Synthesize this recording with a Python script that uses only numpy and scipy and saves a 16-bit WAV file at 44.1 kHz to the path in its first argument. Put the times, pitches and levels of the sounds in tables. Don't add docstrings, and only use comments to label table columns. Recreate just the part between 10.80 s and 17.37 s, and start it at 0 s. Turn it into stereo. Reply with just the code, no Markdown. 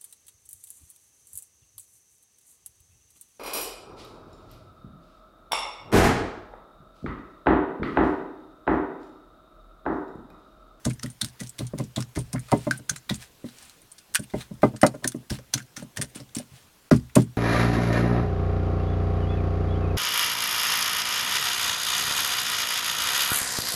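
import sys
import numpy as np
from scipy import signal
from scipy.fft import rfft, irfft, next_fast_len
from scipy.io import wavfile
from scipy.ndimage import uniform_filter1d

SR = 44100
rng = np.random.default_rng(int(sys.argv[2]) if len(sys.argv) > 2 else 0)


def unload_wav(signal):
    wavfile.write(
        sys.argv[1],
        SR,
        np.round(np.clip(np.atleast_2d(signal).T, -1, 1) * 32767).astype(np.int16),
    )


N = 289737

# t/s, thud/dB, table boom/dB, board knock/dB, squeezed meat/dB
BLOWS = [(0.056, -22, -0.5, -11.5, -44), (0.235, -31, -0.5, -14.5, -50.5), (0.42, -33, 1, -19, -43),
         (0.604, -34, 1.5, -12, -47), (0.794, -29.5, 7, -6, -45.5), (0.989, -25.5, 1.5, -7.5, -47),
         (1.17, -25.5, 2.5, -7, -43), (1.362, -25.5, 3.5, -7, -45), (1.536, -26, 4.5, -9, -53.5),
         (1.72, -14.5, -3.5, 1, -44), (1.92, -39, 5, -15, -44), (2.101, -37.5, 5.5, -10, -45),
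         (2.302, -25, -3, -12.5, -42), (3.831, -11, -9, 0.5, -45.5), (4.031, -7.5, -11, 2, -43),
         (4.245, -29, -7, -8, -47), (4.508, -27, 0.5, -13, -37.5), (4.742, -30.5, 4, -15.5, -40.5),
         (4.974, -41, -7, -15, -46), (5.173, -30.5, 6, -4.5, -45.5), (5.358, -38.5, -12, -12.5, -46.5),
         (5.565, -28.5, -11, -22.5, -42.5), (6.112, -9.5, -9.5, -14, -39), (6.363, -9, -6.5, -10, -36)]
# t/s, thud/dB, table boom/dB, board knock/dB
KNOCKS = [(.935, -29, -8.5, -10), (1.683, -60.5, -8, 7.5), (1.868, -23.5, -4.5, -1), (1.992, -45, 2, -5.5),
          (2.642, -33, -12, -14), (3.39, -33, -8.5, -17), (3.537, -24, -12, -8.5), (3.71, -34, -9, -19.5),
          (3.937, -36.5, -0.5, -5.5), (4.141, -36, -3, 4), (4.224, -44, 2, 10.5), (4.346, -29, -9, -14.5),
          (4.587, -46, -6.5, 2), (5.021, -37.5, -10, -11), (5.219, -37.5, 3.5, -3.5), (5.4, -42, 2.5, -3),
          (5.595, -41.5, -9.5, 7), (5.716, -48.5, 17, -12)]
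# from/Hz, to/Hz
THUD_BANDS = [(90, 170), (170, 400), (400, 800), (800, 1800)]
# f/Hz, level/dB, t60/s
WOOD_MODES = [(46.87, -11.5, .4), (70, -10, 0.37), (90, -22.5, .2), (120, 3.5, 0.28), (130.1, 4, 0.24),
              (160.3, 2.5, 0.19), (209.4, 2.5, 0.16), (243, -1, 0.18), (287, 1, 0.11), (311.2, -1.5, 0.073),
              (407.5, -6, 0.11), (525, -29.5, .08), (559, -1, 0.055), (602.2, -1, 0.08),
              (721.4, -8.5, 0.065), (911, -13, 0.11), (1032, -2.5, 0.031), (1193, -20, 0.081),
              (1405, -24, 0.045), (1562, -9, 0.047), (2037, -15, 0.055)]
# f/Hz, level/dB
PLANKS_LOW = [(60, 3.5), (150, 20), (350, 14.5), (700, -3.5), (2000, -29.5)]
PLANKS_HIGH = [(200, -7.5), (500, 9.5), (1200, 8.5), (2500, -11.5), (6000, -31)]
# mid-rise t/s, peak level/dB, air pocket f/Hz, brightness (spit over slap)/dB, sizzle t60/s
SMACKS = [(0.0498, -22.5, 6600, 16, .071), (0.098, -37, 8900, 21, .12), (0.1036, -39.5, 2270, -8, .035),
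          (0.1324, -44, 8950, 35, .074), (0.194, -38.5, 5850, 5, .02), (.2306, -28.5, 5170, 4, .026),
          (0.2593, -33.5, 2050, 14, .055), (.3007, -39.5, 9200, 24, .17), (0.413, -19, 3750, 13.5, .034),
          (0.4452, -26.5, 8100, 16, .098), (0.484, -45, 1620, 11, .044), (0.601, -33, 2000, 16.5, .13),
          (0.632, -40, 2710, 15, .077), (0.662, -42, 6200, 12, .03), (.671, -41, 6450, 21, 0.067),
          (.6921, -35, 7990, 42, .032), (.788, -31, 4130, 13, .055), (.8666, -36, 9100, 24, .047),
          (0.9846, -32.5, 2060, 18, .14), (1.0383, -45.5, 5600, 19, 0.13), (1.1608, -28, 3800, 13, .05),
          (1.2035, -30, 1240, 12.5, .046), (1.2229, -33.5, 5330, 2, .03), (1.358, -36, 2100, 6, .11),
          (1.3874, -36, 8900, 27, .17), (1.5301, -30, 9000, 8.5, .045), (1.5576, -37.5, 2160, -22, .13),
          (1.594, -39, 8800, 40, .055), (1.6841, -44, 1100, 3, .16), (1.716, -25.5, 1100, 1, .075),
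          (1.773, -42.5, 9000, 39, .07), (1.9089, -16, 1540, 3, .026), (1.974, -32.5, 9500, 52, .045),
          (2.0945, -20, 1570, 10.5, .02), (2.1587, -29, 7300, 8.5, .055), (2.2928, -19.5, 3540, -1.5, .12),
          (2.3422, -30, 9100, 16, .042), (2.3543, -32.5, 8000, 50, .033), (2.4232, -45, 1660, 1, .055),
          (2.6864, -46, 3930, 1, .1), (2.7834, -46, 8800, 17, 0.16), (2.826, -45.5, 1190, 17, 0.055),
          (2.8496, -45, 8830, 39, .055), (2.895, -43, 4020, 22, 0.2), (3.0156, -50, 9050, 43, .1),
          (3.116, -40.5, 8900, 55, .055), (3.1815, -46.5, 4800, 13, .081), (3.3399, -36, 9300, 21, .02),
          (3.346, -16, 4800, 15, .05), (3.352, -13.5, 2950, 12, .03), (3.357, -17.5, 1635, 13, .025),
          (3.3933, -37, 9000, 33, .034), (3.4979, -49, 3600, 10, 0.068), (3.6055, -38.5, 3880, -4, .12),
          (3.7389, -51, 9450, 34, 0.051), (3.817, -44, 3840, -3.5, .087), (3.833, -33, 960, -12.5, .068),
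          (3.9616, -40.5, 8800, 6, .055), (4.0142, -24.5, 8900, 12.5, .13),
          (4.0318, -22.5, 1000, 0.5, .018), (4.0638, -21.5, 4130, 9, .018), (4.242, -21.5, 1780, 8, .025),
          (4.2746, -17, 9200, 27, .073), (4.3185, -38.5, 3480, 14, .036), (4.502, -26, 5740, 2.5, .031),
          (4.5402, -46, 4180, -1, .17), (4.586, -42, 5700, 3, 0.043), (4.7373, -15.5, 6140, 2, .018),
          (4.776, -31, 6920, -1, .09), (4.8016, -38, 1570, -5, .055), (4.9656, -33, 6170, 1, .12),
          (5.025, -43.5, 8990, 6, .055), (5.17, -25.5, 1870, 6, .055), (5.2133, -24, 9200, 3, .092),
          (5.3547, -36, 9800, 9.5, .1), (5.4, -41, 5230, 3, .12), (5.49, -55, 3560, 5, .02),
          (5.5493, -29.5, 7600, 10, .055), (5.564, -33, 5900, 14, .055), (5.584, -30.5, 9600, 16, .055),
          (6.1095, -22.5, 1150, -11, .13), (6.1593, -37.5, 4830, 46, .17), (6.295, -52, 2610, -4, .055),
          (6.3537, -19, 2580, 11, .062), (6.418, -36.5, 8900, 16, .055)]
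# f/Hz, relative level/dB
SLAP_TONE = [(500, -19.5), (900, -11), (1500, 1), (2200, -7), (3500, -22.5), (6000, -40.5)]
SQUISH_TONE = [(800, -122), (2000, -10), (3500, 5.5), (5500, 7), (8000, -7), (13000, -15.5), (16000, -34)]
SPIT_TONE = [(3000, -48.5), (6000, -3.5), (7500, 0.5), (9200, 8), (10500, -0.5), (13000, -6.5),
             (16000, -18)]
# f/Hz, spread/rad
SMACK_PHASE_SPREAD = [(1000, 0.033), (2500, 0.58), (5000, 0.39), (12000, 0.54)]
# loudest t/s, level/dB, swell/(dB/s), fade/(dB/s)
HAND_MOVES = [(1.849, -50, 42.5, 150), (2.426, -44.5, 346.5, 337), (2.66, -53, 899, 201),
              (2.83, -51.5, 74, 96.5), (3.356, -34, 1504.5, 893), (3.612, -43.5, 194, 395),
              (5.764, -53.5, 250, 148.5)]
# f/Hz, relative level/dB
STICKY_TONE = [(300, -36.5), (700, -3), (1200, -7.5), (2100, -4), (3500, -3.5), (6500, -8.5), (9000, -6.5),
               (12000, -15), (16500, -19)]
HISS_TONE = [(21, -38), (35, -3), (268, -1), (338, -3.5), (898, -8.5), (971, -8), (1220, -9.5),
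             (1500, -9.5), (2390, -12), (2720, -11.5), (14100, -16), (16500, -20.5)]
# f/Hz, left-right correlation
HISS_CORRELATION = [(60, 0.56), (240, 0.11), (950, 0.32), (3770, 0.3), (15000, -0.022)]
# f/Hz, left over right/dB
WOOD_PAN = [(60, 1), (240, -1.5), (950, -2.5), (3000, -6.5)]
SMACK_PAN = [(1000, -1.5), (4000, -1), (9000, -4), (14000, -3.5)]
HISS_PAN = [(60, -2), (240, 0), (950, -1), (3770, 0.5), (15000, 0)]
# f/Hz, t60/s
ROOM_DECAY = [(100, 0.34), (400, 0.15), (2000, 0.076), (8000, 0.06), (16000, 0.025)]
# f/Hz, level/dB
ROOM_TONE = [(100, -33), (400, -19), (1500, -3.5), (8000, -3.5)]


def board_and_table():
    wood = np.zeros(N + N % 2)
    for start, *levels, _ in BLOWS:
        add(wood, start, thud(*levels, touch_db=-10, clack_db=-8, ring_scale=1))
    for start, *levels in KNOCKS:
        add(wood, start, thud(*levels, touch_db=-2.5, clack_db=-12.5, ring_scale=0.97))
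    pan = gain_of(curve(WOOD_PAN, np.fft.rfftfreq(len(wood), 1 / SR)) / 2)
    return irfft(rfft(wood) * np.array([pan, 1 / pan]))[:, :N]


def thud(level_db, boom_db, knock_db, touch_db, clack_db, ring_scale):
    t, hz = np.arange(10240) / SR, np.fft.rfftfreq(10240, 1 / SR)
    force = chatter(boom_db, touch_db)
    push = gain_of(-5) * np.sin(2 * np.pi * np.minimum(80 * t, 1))
    mode_hz, mode_db, t60 = np.transpose(WOOD_MODES)[:, :, None]
    detune, strength, sign = rng.standard_normal((len(WOOD_MODES), 3)).T[:, :, None]
    phase = 2 * np.pi * mode_hz * (1 + 0.0065 * detune) * t
    ring_db = mode_db + 2.3 * strength - 60 * t / (t60 * ring_scale)
    rings = np.sign(sign) * gain_of(ring_db) * np.sin(phase)
    planks = gain_of([curve(PLANKS_LOW, hz), curve(PLANKS_HIGH, hz)])
    wash = irfft(rfft(rng.standard_normal((2, len(t)))) * planks)
    wash *= gain_of(-60 * t / (np.c_[[.16, .08]] * ring_scale))
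    sound = signal.fftconvolve(force, rings.sum(0) + wash.sum(0) + push)[:len(t)]
    clack_db += 0.99 * knock_db
    balance = [(25, boom_db - 18.5), (60, boom_db - .6), (130, boom_db), (260, 0.011), (560, knock_db),
               (1100, clack_db), (1600, clack_db - 5), (2050, clack_db + .6), (4000, clack_db - 12.5)]
    power = abs(rfft(sound)) ** 2
    bands = [(np.sqrt(lo * hi), 10 * np.log10(power[(hz > lo) & (hz <= hi)].sum()))
             for lo, hi in THUD_BANDS]
    body_db = bands[1][1]
    sound = equalise(sound, gain_of(curve(balance, hz) - curve(bands, hz) + body_db))
    return gain_of(level_db) * sound / peak_rms(sound, 800)


def chatter(boom_db, touch_db):
    chatter_ms = np.clip(7 + 0.64 * boom_db, 1, 40)
    age = np.arange(2048) / SR * 1000 / chatter_ms
    force = rng.standard_normal(len(age)) * age ** 2 * np.exp(-2 * age)
    envelope = np.minimum(age, 1) * np.exp(-np.maximum(age - 1.5, 0))
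    for _ in range(3):
        force = irfft(np.exp(1j * np.angle(rfft(force)))) * envelope
    force /= np.linalg.norm(force)
    force[0] = gain_of(touch_db)
    return force


def smacks(rise_ms=3.5, snap_t60_s=0.026, lag_spread_ms=0.035, spit_share=0.37):
    t, hz = np.arange(4096) / SR, np.fft.rfftfreq(4096, 1 / SR)
    slap, squish, spit = (unit_rms(gain_of(curve(p, hz))) for p in (SLAP_TONE, SQUISH_TONE, SPIT_TONE))
    width = np.clip(0.34 * np.sqrt(hz / 7000), 0, .7)
    rise_s = rise_ms / 1000
    window = np.minimum(t / rise_s, 1) ** 2.3 * np.clip(1.5 - 1.5 * t / t[-1], 0, 1)
    since_peak = np.maximum(t - rise_s, 0)
    out = np.zeros((2, N))
    for at, level_db, pocket_hz, bright_db, t60 in SMACKS:
        decay = gain_of(-60 * since_peak / snap_t60_s) + 0.4 * gain_of(-60 * since_peak / t60)
        burst = crackle((2, len(t)), 5.4) * window * decay
        slap_db, spit_db = -(1 - spit_share) * bright_db, spit_share * bright_db - 2
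        tone = gain_of(slap_db) * slap + 0.86 * squish + gain_of(spit_db) * spit
        tone *= air_pocket(hz, pocket_hz, 3.34 * min(1, 3500 / pocket_hz), 0.071)
        for stray_hz in 1200 * 6 ** rng.random(3):
            tone *= air_pocket(hz, stray_hz, 0.7, 0.062)
        left, other = rfft(equalise(burst, tone))
        ripple = smooth_noise(len(hz), 100)
        lag_s = lag_spread_ms / 1000 * rng.standard_normal()
        phase = curve(SMACK_PHASE_SPREAD, hz) * ripple + 2 * np.pi * hz * lag_s
        right = np.exp(1j * phase) * (np.sqrt(1 - width ** 2) * left + width * other)
        pan = gain_of((curve(SMACK_PAN, hz) + 1.5 * rng.standard_normal()) / 2)
        gain = gain_of(level_db) / peak_rms(irfft(left), 100)
        add(out, at - rise_s / 2, gain * irfft(np.array([left * pan, right / pan])))
    return out


def air_pocket(hz, centre_hz, boost, width):
    return 1 + boost / (1 + ((hz - centre_hz) / (width * centre_hz)) ** 2)


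def squeezes(lead_s=0.012, suck_s=0.076):
    t, out = np.arange(5120) / SR, np.zeros((2, N))
    attack = np.minimum(t / 0.0028, 1)
    sag_db = -12 * t / suck_s - 60 * np.maximum(t - suck_s, 0) / 0.03
    for start, *_, level_db in BLOWS:
        lumps_db = 1.1 * smooth_noise(len(t), 300)
        add(out, start - lead_s, sticky_meat(len(t)) * attack * gain_of(level_db + sag_db + lumps_db))
    return out


def handling(range_db=25.5):
    out = np.zeros((2, N))
    for at, level_db, swell, fade in HAND_MOVES:
        t = np.arange(-range_db / swell, range_db / fade, 1 / SR)
        below_peak_db = np.maximum(-swell * t, fade * t)
        texture = sticky_meat(2 * next_fast_len(len(t) // 2 + 1))[:, :len(t)]
        add(out, at + t[0], texture * gain_of(level_db - below_peak_db))
    return out


def sticky_meat(length):
    tone = gain_of(curve(STICKY_TONE, np.fft.rfftfreq(length, 1 / SR)))
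    noise = equalise(crackle((2, length), 3.3), tone)
    return unit_rms(noise + 0.3 * noise[::-1]) * gain_of([[-1.5], [1.5]])


def crackle(shape, spread_db):
    sizes = rng.exponential(1, (shape[0], shape[1] // 16 + 1))
    jumps = np.repeat(sizes, 16, axis=1)[:, :shape[1]]
    return rng.standard_normal(shape) * gain_of(spread_db * np.minimum(jumps, 4))


def kitchen_reflections(near):
    taps = np.zeros((2, SR // 2))
    at = np.arange(160, SR // 2 - 20, 20)
    at = at + rng.integers(0, 20, (2, len(at)))
    np.put_along_axis(taps, at, rng.choice([-1., 1.], at.shape), 1)
    hz, t, spectra = signal.stft(taps, SR, nperseg=256)
    decay = gain_of(-60 * t / curve(ROOM_DECAY, hz)[:, None])
    decay /= np.linalg.norm(decay, axis=1, keepdims=True)
    decay *= gain_of(curve(ROOM_TONE, hz))[:, None]
    tail = signal.istft(spectra * decay, SR, nperseg=256)[1] / np.sqrt(128 / 20)
    return signal.fftconvolve(near, tail, axes=1)[:, :N]


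def noise_bed(level_db=-57):
    frames, hz = N // 256 + 5, np.fft.rfftfreq(1024, 1 / SR)[:, None]
    left_re, left_im, other_re, other_im, drift = rng.standard_normal((frames, 513, 5)).T
    drift_db = 1.8 * unit_rms(uniform_filter1d(uniform_filter1d(drift, 12, 0), 10, 1))
    likeness = curve(HISS_CORRELATION, hz)
    left = left_re + 1j * left_im
    right = likeness * left + np.sqrt(1 - likeness ** 2) * (other_re + 1j * other_im)
    pan_db = curve(HISS_PAN, hz) / 2
    tone = gain_of(curve(HISS_TONE, hz) + drift_db + np.array([pan_db, -pan_db]))
    bed = signal.istft(np.array([left, right]) * tone, nperseg=1024, noverlap=768)[1]
    return gain_of(level_db) * unit_rms(bed[:, :N])


def gain_of(db):
    return 10 ** (np.asarray(db) / 20)


def unit_rms(x):
    return x / np.sqrt(np.mean(x ** 2) + 1e-20)


def peak_rms(x, span):
    return np.sqrt(uniform_filter1d(x ** 2, span).max())


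def smooth_noise(length, span):
    return unit_rms(uniform_filter1d(rng.standard_normal(length), span))


def curve(points, hz):
    f, value = np.transpose(points)
    return np.interp(np.log(hz + 1), np.log(f + 1), value)


def equalise(x, gain):
    log_gain = np.log(np.maximum(gain, 1e-5))
    mirrored = np.concatenate([log_gain, log_gain[-2:0:-1]])
    phase = -signal.hilbert(mirrored).imag[:len(gain)]
    return irfft(rfft(x) * np.exp(log_gain + 1j * phase), x.shape[-1])


def add(mix, start_s, sound):
    part = mix[..., round(start_s * SR):][..., :sound.shape[-1]]
    part += sound[..., :part.shape[-1]]


def scene():
    near = board_and_table() + smacks() + squeezes() + handling()
    return near + kitchen_reflections(near) + noise_bed()


def record(dry):
    start, end = 6.1, 6.1095
    gate = np.interp(np.arange(N) / SR, [start - .002, start, end, end + .0033], [1, .005, .0088, .97])
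    saturated = 1.005 * np.tanh(dry * gate / 0.89)
    high_cut = signal.firwin(1023, cutoff=16750, window=("kaiser", 9), fs=SR)
    return signal.oaconvolve(saturated, high_cut[None], "same")


dry = scene()
out = record(dry)
unload_wav(out)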